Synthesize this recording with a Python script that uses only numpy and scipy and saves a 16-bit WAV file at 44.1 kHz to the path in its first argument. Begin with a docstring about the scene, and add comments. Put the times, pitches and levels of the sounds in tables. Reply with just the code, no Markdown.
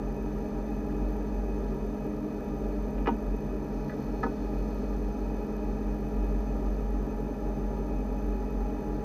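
"""A low, beating rumble and the hum of auxiliary machines come up through the floor of an electric train's
cab, standing at a platform. One microphone at the driver's desk hears ventilation air ring the cab's
resonances, while the electrics whine and tick faintly in step with the 50 Hz supply. Close by, a control
is clicked twice, its contacts ringing the desk, and a soft hiss of air swells and fades."""
import sys
import numpy as np
from scipy import signal
from scipy.fft import rfft, irfft
from scipy.io import wavfile

SR = 44100
rng = np.random.default_rng(int(sys.argv[2]) if len(sys.argv) > 2 else 0)


def dump_mix(stems):
    """Bounce the given channels to the path in sys.argv[1] as a 16-bit WAV at rate SR."""
    frames = np.atleast_2d(stems).T  # one column per channel
    limited = np.clip(frames, -1, 1)  # hard clip at full scale
    pcm = np.round(limited * 32767).astype(np.int16)
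    wavfile.write(sys.argv[1], SR, pcm)


N = 398663
TIME = np.arange(N) / SR
BIN_HZ = np.fft.rfftfreq(N, 1 / SR)

# broad rush of the ventilation air: frequency_hz, level_db
AIR_SPECTRUM = [(20.0, -62), (60.0, -65.5), (110.0, -78), (220.0, -67.5), (340.0, -84), (500.0, -68),
                (750.0, -79), (1100.0, -85), (1450.0, -103.9), (2100.0, -101.0), (3300.0, -104.2),
                (6500.0, -107.3), (8000.0, -112.9), (15000.0, -111.0)]
# resonances of cab and ducts, and narrow whistles of the electrics: pitch_hz, width_hz, level_db
CAB_RESONANCES = [(250, 33, -62.5), (300.3, 14.2, -57), (383, 19.6, -60), (439, 25, -64.5), (600, 31, -67),
                  (675, 65, -76.5), (806, 30, -69), (936.4, 46, -74), (1100, 21, -86), (1215, 52, -77.5),
                  (1317, 99, -81), (1512, 34, -85.5), (1672, 77, -84), (1919, 103, -89), (2300, 160, -98),
                  (2517, 110, -92), (2980, 230, -101), (3590, 110, -99.5), (4290, 45, -96),
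                  (4710, 660, -104.5), (6070, 270, -101), (12330, 49, -100)]
# the heavy motor as its load shifts: time_s, level_db
MOTOR_LEVELS = [(0, -35), (1.6, -34), (2.3, -38.5), (3.1, -36.5), (4.1, -35.5), (5.3, -34.5), (6.3, -30.5),
                (7.4, -32.5), (9.04, -34.7)]
# steady tones of the fan motors and the transformer: pitch_hz, level_db
HUM_TONES = [(33.3, -64), (66.6, -49.5), (96.2, -59), (100, -60), (133.6, -54.5), (175.7, -56.5),
             (192.1, -51.5), (201.9, -53.5), (209.3, -39.5), (225.8, -50), (249.3, -56), (255.4, -47),
             (275.9, -56), (292.4, -63), (301.5, -45), (357.5, -76), (384.8, -60.5), (408.5, -51),
             (418.6, -46.5), (433.4, -53), (459.6, -52.5), (528.6, -63), (616.4, -56.5), (672.9, -62.5),
             (965, -69), (1749.2, -67.5), (1782.9, -73), (2145.2, -84), (2298.7, -76), (2332.7, -79.5),
             (2349.5, -75.5), (2451.8, -76.5)]
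# the fan that takes up load: time_s, level_db
FAN_LEVELS = [(0, -68), (1.5, -55), (2.2, -78), (4.4, -54), (7.05, -58), (7.35, -48.5), (8.1, -50),
              (9.04, -53)]
# the thin electrical whine: time_s, level_db
WHINE_LEVELS = [(0, -67.5), (1.2, -65.5), (1.6, -68.5), (3.4, -68.5), (4.3, -66), (6.5, -68), (9.04, -67.5)]
# ticks within each supply cycle: start_cycles, relative_level_db
SUPPLY_TICKS = [(.08, -4), (0.312, 6)]
# colour of those ticks: frequency_hz, level_db
TICK_SPECTRUM = [(2500, -128), (4500, -115), (6200, -113), (7500, -124), (11200, -121), (12400, -106),
                 (13300, -112), (14000, -122), (14900, -113)]
# colour of the escaping air: frequency_hz, level_db
HISS_SPECTRUM = [(2000, -125), (3400, -105), (4150, -105), (4310, -90.5), (4450, -103), (5400, -102),
                 (6500, -110), (8000, -125)]
# ringing modes of the desk: pitch_hz, relative_level_db, t60_s
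DESK_MODES = [(137, -1, .3), (227.3, 4, 0.27), (279.3, 3, 0.32), (377, -3.5, 0.41), (453, 7.5, 0.092),
              (633, -15, .1), (785, 4.5, 0.058), (925, 0, 0.093), (1064, -4, 0.041), (1263, 2, 0.057),
              (1485, -14.5, 0.19), (1720, -4, 0.074), (1963, -9.5, 0.087), (2360, -30, .06),
              (2447, -6, 0.092), (2920, -13, 0.066), (3660, -11, 0.054)]
# contacts of the desk control: start_s, level_db, low_hz, high_hz
CONTACTS = [(2.978, -56, 1500, 3100), (3.058, -40.5, 1000, 2980), (3.071, -31, 794, 3070),
            (3.076, -24, 170, 1290), (3.085, -27.5, 875, 1060), (3.113, -28.5, 180, 297),
            (3.894, -46.5, 1780, 1930), (3.917, -50, 1780, 1950), (4.230, -34, 1430, 1820),
            (4.235, -30.5, 494, 1760), (4.244, -30.5, 200, 485), (4.262, -35.5, 500, 1500)]


def undb(db):
    """Decibels to gain."""
    return 10 ** (np.asarray(db) / 20)


def curve(rows):
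    """Join (time_s, value) rows by straight lines."""
    return np.interp(TIME, *np.transpose(rows))


def colour(points):
    """Gain at every frequency from (frequency_hz, level_db) points."""
    hz, db = np.transpose(points)
    return undb(np.interp(np.log(BIN_HZ + 1), np.log(hz), db))


def shaped(gain, source):
    """Filter a white source of unit power to the given amplitude per root Hz."""
    return irfft(rfft(source) * gain, N) * np.sqrt(SR / 2)


def band(x, low_hz, high_hz):
    """Keep one band with a steep high-pass and low-pass."""
    for hz, kind, order in (low_hz, "high", 4), (high_hz, "low", 9):
        x = signal.sosfilt(signal.butter(order, hz, kind, fs=SR, output="sos"), x)
    return x


def drift(rate_hz):
    """Smooth random wander of unit spread, changing about rate_hz times a second."""
    hz = np.fft.rfftfreq(1024, TIME[-1] / 1024)
    smoothing = np.exp(-(hz / rate_hz) ** 2) * (hz > 0)
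    wander = irfft(rfft(rng.standard_normal(1024)) * smoothing)
    return np.interp(TIME, np.linspace(0, TIME[-1], 1024), wander / wander.std())


def tone(hz, sway_rad, sway_hz):
    """A sine of unit rms whose phase sways at random."""
    return np.sqrt(2) * np.sin(2 * np.pi * (hz * TIME + rng.random()) + sway_rad * drift(sway_hz))


def narrow_noise(hz, width_hz, roughness):
    """A randomly driven resonance of unit rms; with less roughness its level is steadier."""
    spectrum = np.exp(-((BIN_HZ - hz) / width_hz) ** 2) * rfft(rng.standard_normal(N))
    analytic = np.fft.ifft(spectrum, N)
    ring = analytic.real * np.abs(analytic) ** (roughness - 1)
    return ring / ring.std()


def ventilation(rush_db=-1, flutter_db=0.27):
    """All round the microphone, turbulent air excites the cab's resonances over a broad rush."""
    resonance_power = sum(undb(db) ** 2 / (1 + ((BIN_HZ - hz) / width_hz) ** 2) ** 3
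                          for hz, width_hz, db in CAB_RESONANCES)
    rush_power = (undb(rush_db) * colour(AIR_SPECTRUM)) ** 2
    air = shaped(np.sqrt(resonance_power + rush_power), rng.standard_normal(N))
    return air * undb(flutter_db * drift(2.9))


def cab_boom(level_db=-46):
    """The air enclosed in the cab booms on one low note."""
    return undb(level_db) * narrow_noise(143.2, width_hz=9.5, roughness=0.93)


def floor_rumble(motor_hz=48.06, twin_hz=48.635, slow_hz=41.835, partner_db=-43.5, shake_db=-41.5):
    """Underfoot, a heavy motor beats with its near twin, a slower one adds a throb, the floor shakes."""
    turns = motor_hz * TIME + rng.random()
    motors = undb(curve(MOTOR_LEVELS)) * np.sin(2 * np.pi * turns)
    # at in_step_s each partner pushes together with the heavy motor
    for hz, in_step_s in (twin_hz, 4.8), (slow_hz, 4.596):
        turns_ahead = (hz - motor_hz) * (TIME - in_step_s)
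        motors += undb(partner_db) * np.sin(2 * np.pi * (turns + turns_ahead))
    shake = undb(shake_db) * narrow_noise(44.9, width_hz=2.2, roughness=0.67)
    return np.sqrt(2) * motors + shake


def machine_hum(waver_db=0.82):
    """Fan motors and transformer hum through the floor, each tone wavering a little in level."""
    return sum(undb(db + waver_db * drift(1.3)) * tone(hz, sway_rad=0.29, sway_hz=2.1)
               for hz, db in HUM_TONES)


def fans(steady_hz=830, loaded_hz=834, steady_db=-59, waver_db=1.7):
    """A steady blade tone beats with that of a second fan, which wavers and takes up load."""
    loaded_db = curve(FAN_LEVELS) - waver_db * drift(1.3)
    loaded = undb(loaded_db) * tone(loaded_hz, sway_rad=1.0, sway_hz=1.04)
    return loaded + undb(steady_db) * tone(steady_hz, sway_rad=0.35, sway_hz=2.0)


def electrical_whine(swell_db=1.4, whistle_db=-73):
    """The electrics whine in small swells under a faint, higher whistle."""
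    whine_db = curve(WHINE_LEVELS) + swell_db * drift(8.9)
    whine = undb(whine_db) * narrow_noise(2523, width_hz=26, roughness=0.78)
    return whine + undb(whistle_db) * narrow_noise(6152, width_hz=47, roughness=0.61)


def supply_buzz(supply_hz=50, decay_s=0.0013):
    """The electrics tick in tiny noise bursts of uneven strength, locked to the supply cycle."""
    envelope = 0
    for start_cycles, db in SUPPLY_TICKS:
        cycle, age_cycles = np.divmod(TIME * supply_hz + 1 - start_cycles, 1)
        strengths = undb(db) * rng.uniform(.45, 1, N)
        envelope += strengths[cycle.astype(int)] * np.exp(-age_cycles / supply_hz / decay_s)
    ticks = envelope * rng.standard_normal(N)
    return shaped(colour(TICK_SPECTRUM), ticks / ticks.std())


def air_hiss(start_s=3.55, attack_s=0.2, hold_s=0.89, fall_db_per_s=6, gain_db=-2.5):
    """Air escapes softly with a faint whistle, then dies away as the pressure falls."""
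    age_s = TIME - start_s
    opening = np.clip(age_s / attack_s, 0, 1)
    fall_db = fall_db_per_s * np.maximum(age_s - attack_s - hold_s, 0)
    return shaped(colour(HISS_SPECTRUM), rng.standard_normal(N)) * opening * undb(gain_db - fall_db)


def desk_control(scatter_db=-13, cab_t60_s=0.12, scrape_db=-13, scrape_t60_s=0.06, rise_s=0.00059):
    """Close to the microphone, each contact rings the desk and scatters briefly round the small cab."""
    clicks = np.zeros(N + SR)
    t = TIME[:SR // 2]
    attack = t < .02  # the first 20 ms set a contact's level
    onset = 1 - np.exp(-t / rise_s)
    for start_s, level_db, low_hz, high_hz in CONTACTS:
        ring = sum(undb(db - 60 * t / t60_s) * np.sin(2 * np.pi * (hz * t + rng.random()))
                   for hz, db, t60_s in DESK_MODES)
        ring /= 2 * ring[attack].std()
        scatter = undb(scatter_db - 60 * t / cab_t60_s) * rng.standard_normal(len(t))
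        hit = band((ring + scatter) * onset, low_hz, high_hz)
        # hard contacts also scrape faintly; dull thuds do not
        hardness = min(high_hz / 1750, 1) ** 4
        grit = band(rng.standard_normal(len(t)), low_hz=2400, high_hz=6200)
        grit = signal.lfilter([1], [1, -.8], grit)  # tilt towards the low end of the band
        scrape = hardness * undb(scrape_db - 60 * t / scrape_t60_s) * grit / 2
        first = int(start_s * SR)
        clicks[first:first + len(t)] += undb(level_db) * (hit / hit[attack].std() + scrape)
    return clicks[:N]


def scene():
    """Everything that reaches the microphone at the driver's desk, in mono."""
    background = machine_hum() + floor_rumble() + fans() + cab_boom() + electrical_whine() + ventilation()
    return (background + air_hiss() + supply_buzz() + desk_control())[None]


def record(dry, low_cut_hz=37, high_cut_hz=15100):
    """The recorder thins the deepest bass and cuts the top steeply."""
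    thinned = irfft(rfft(dry) / np.sqrt(1 + (low_cut_hz / (BIN_HZ + 1)) ** 8), N)
    return signal.sosfilt(signal.ellip(10, .2, 80, high_cut_hz, fs=SR, output="sos"), thinned)


dry = scene()
out = record(dry)
dump_mix(out)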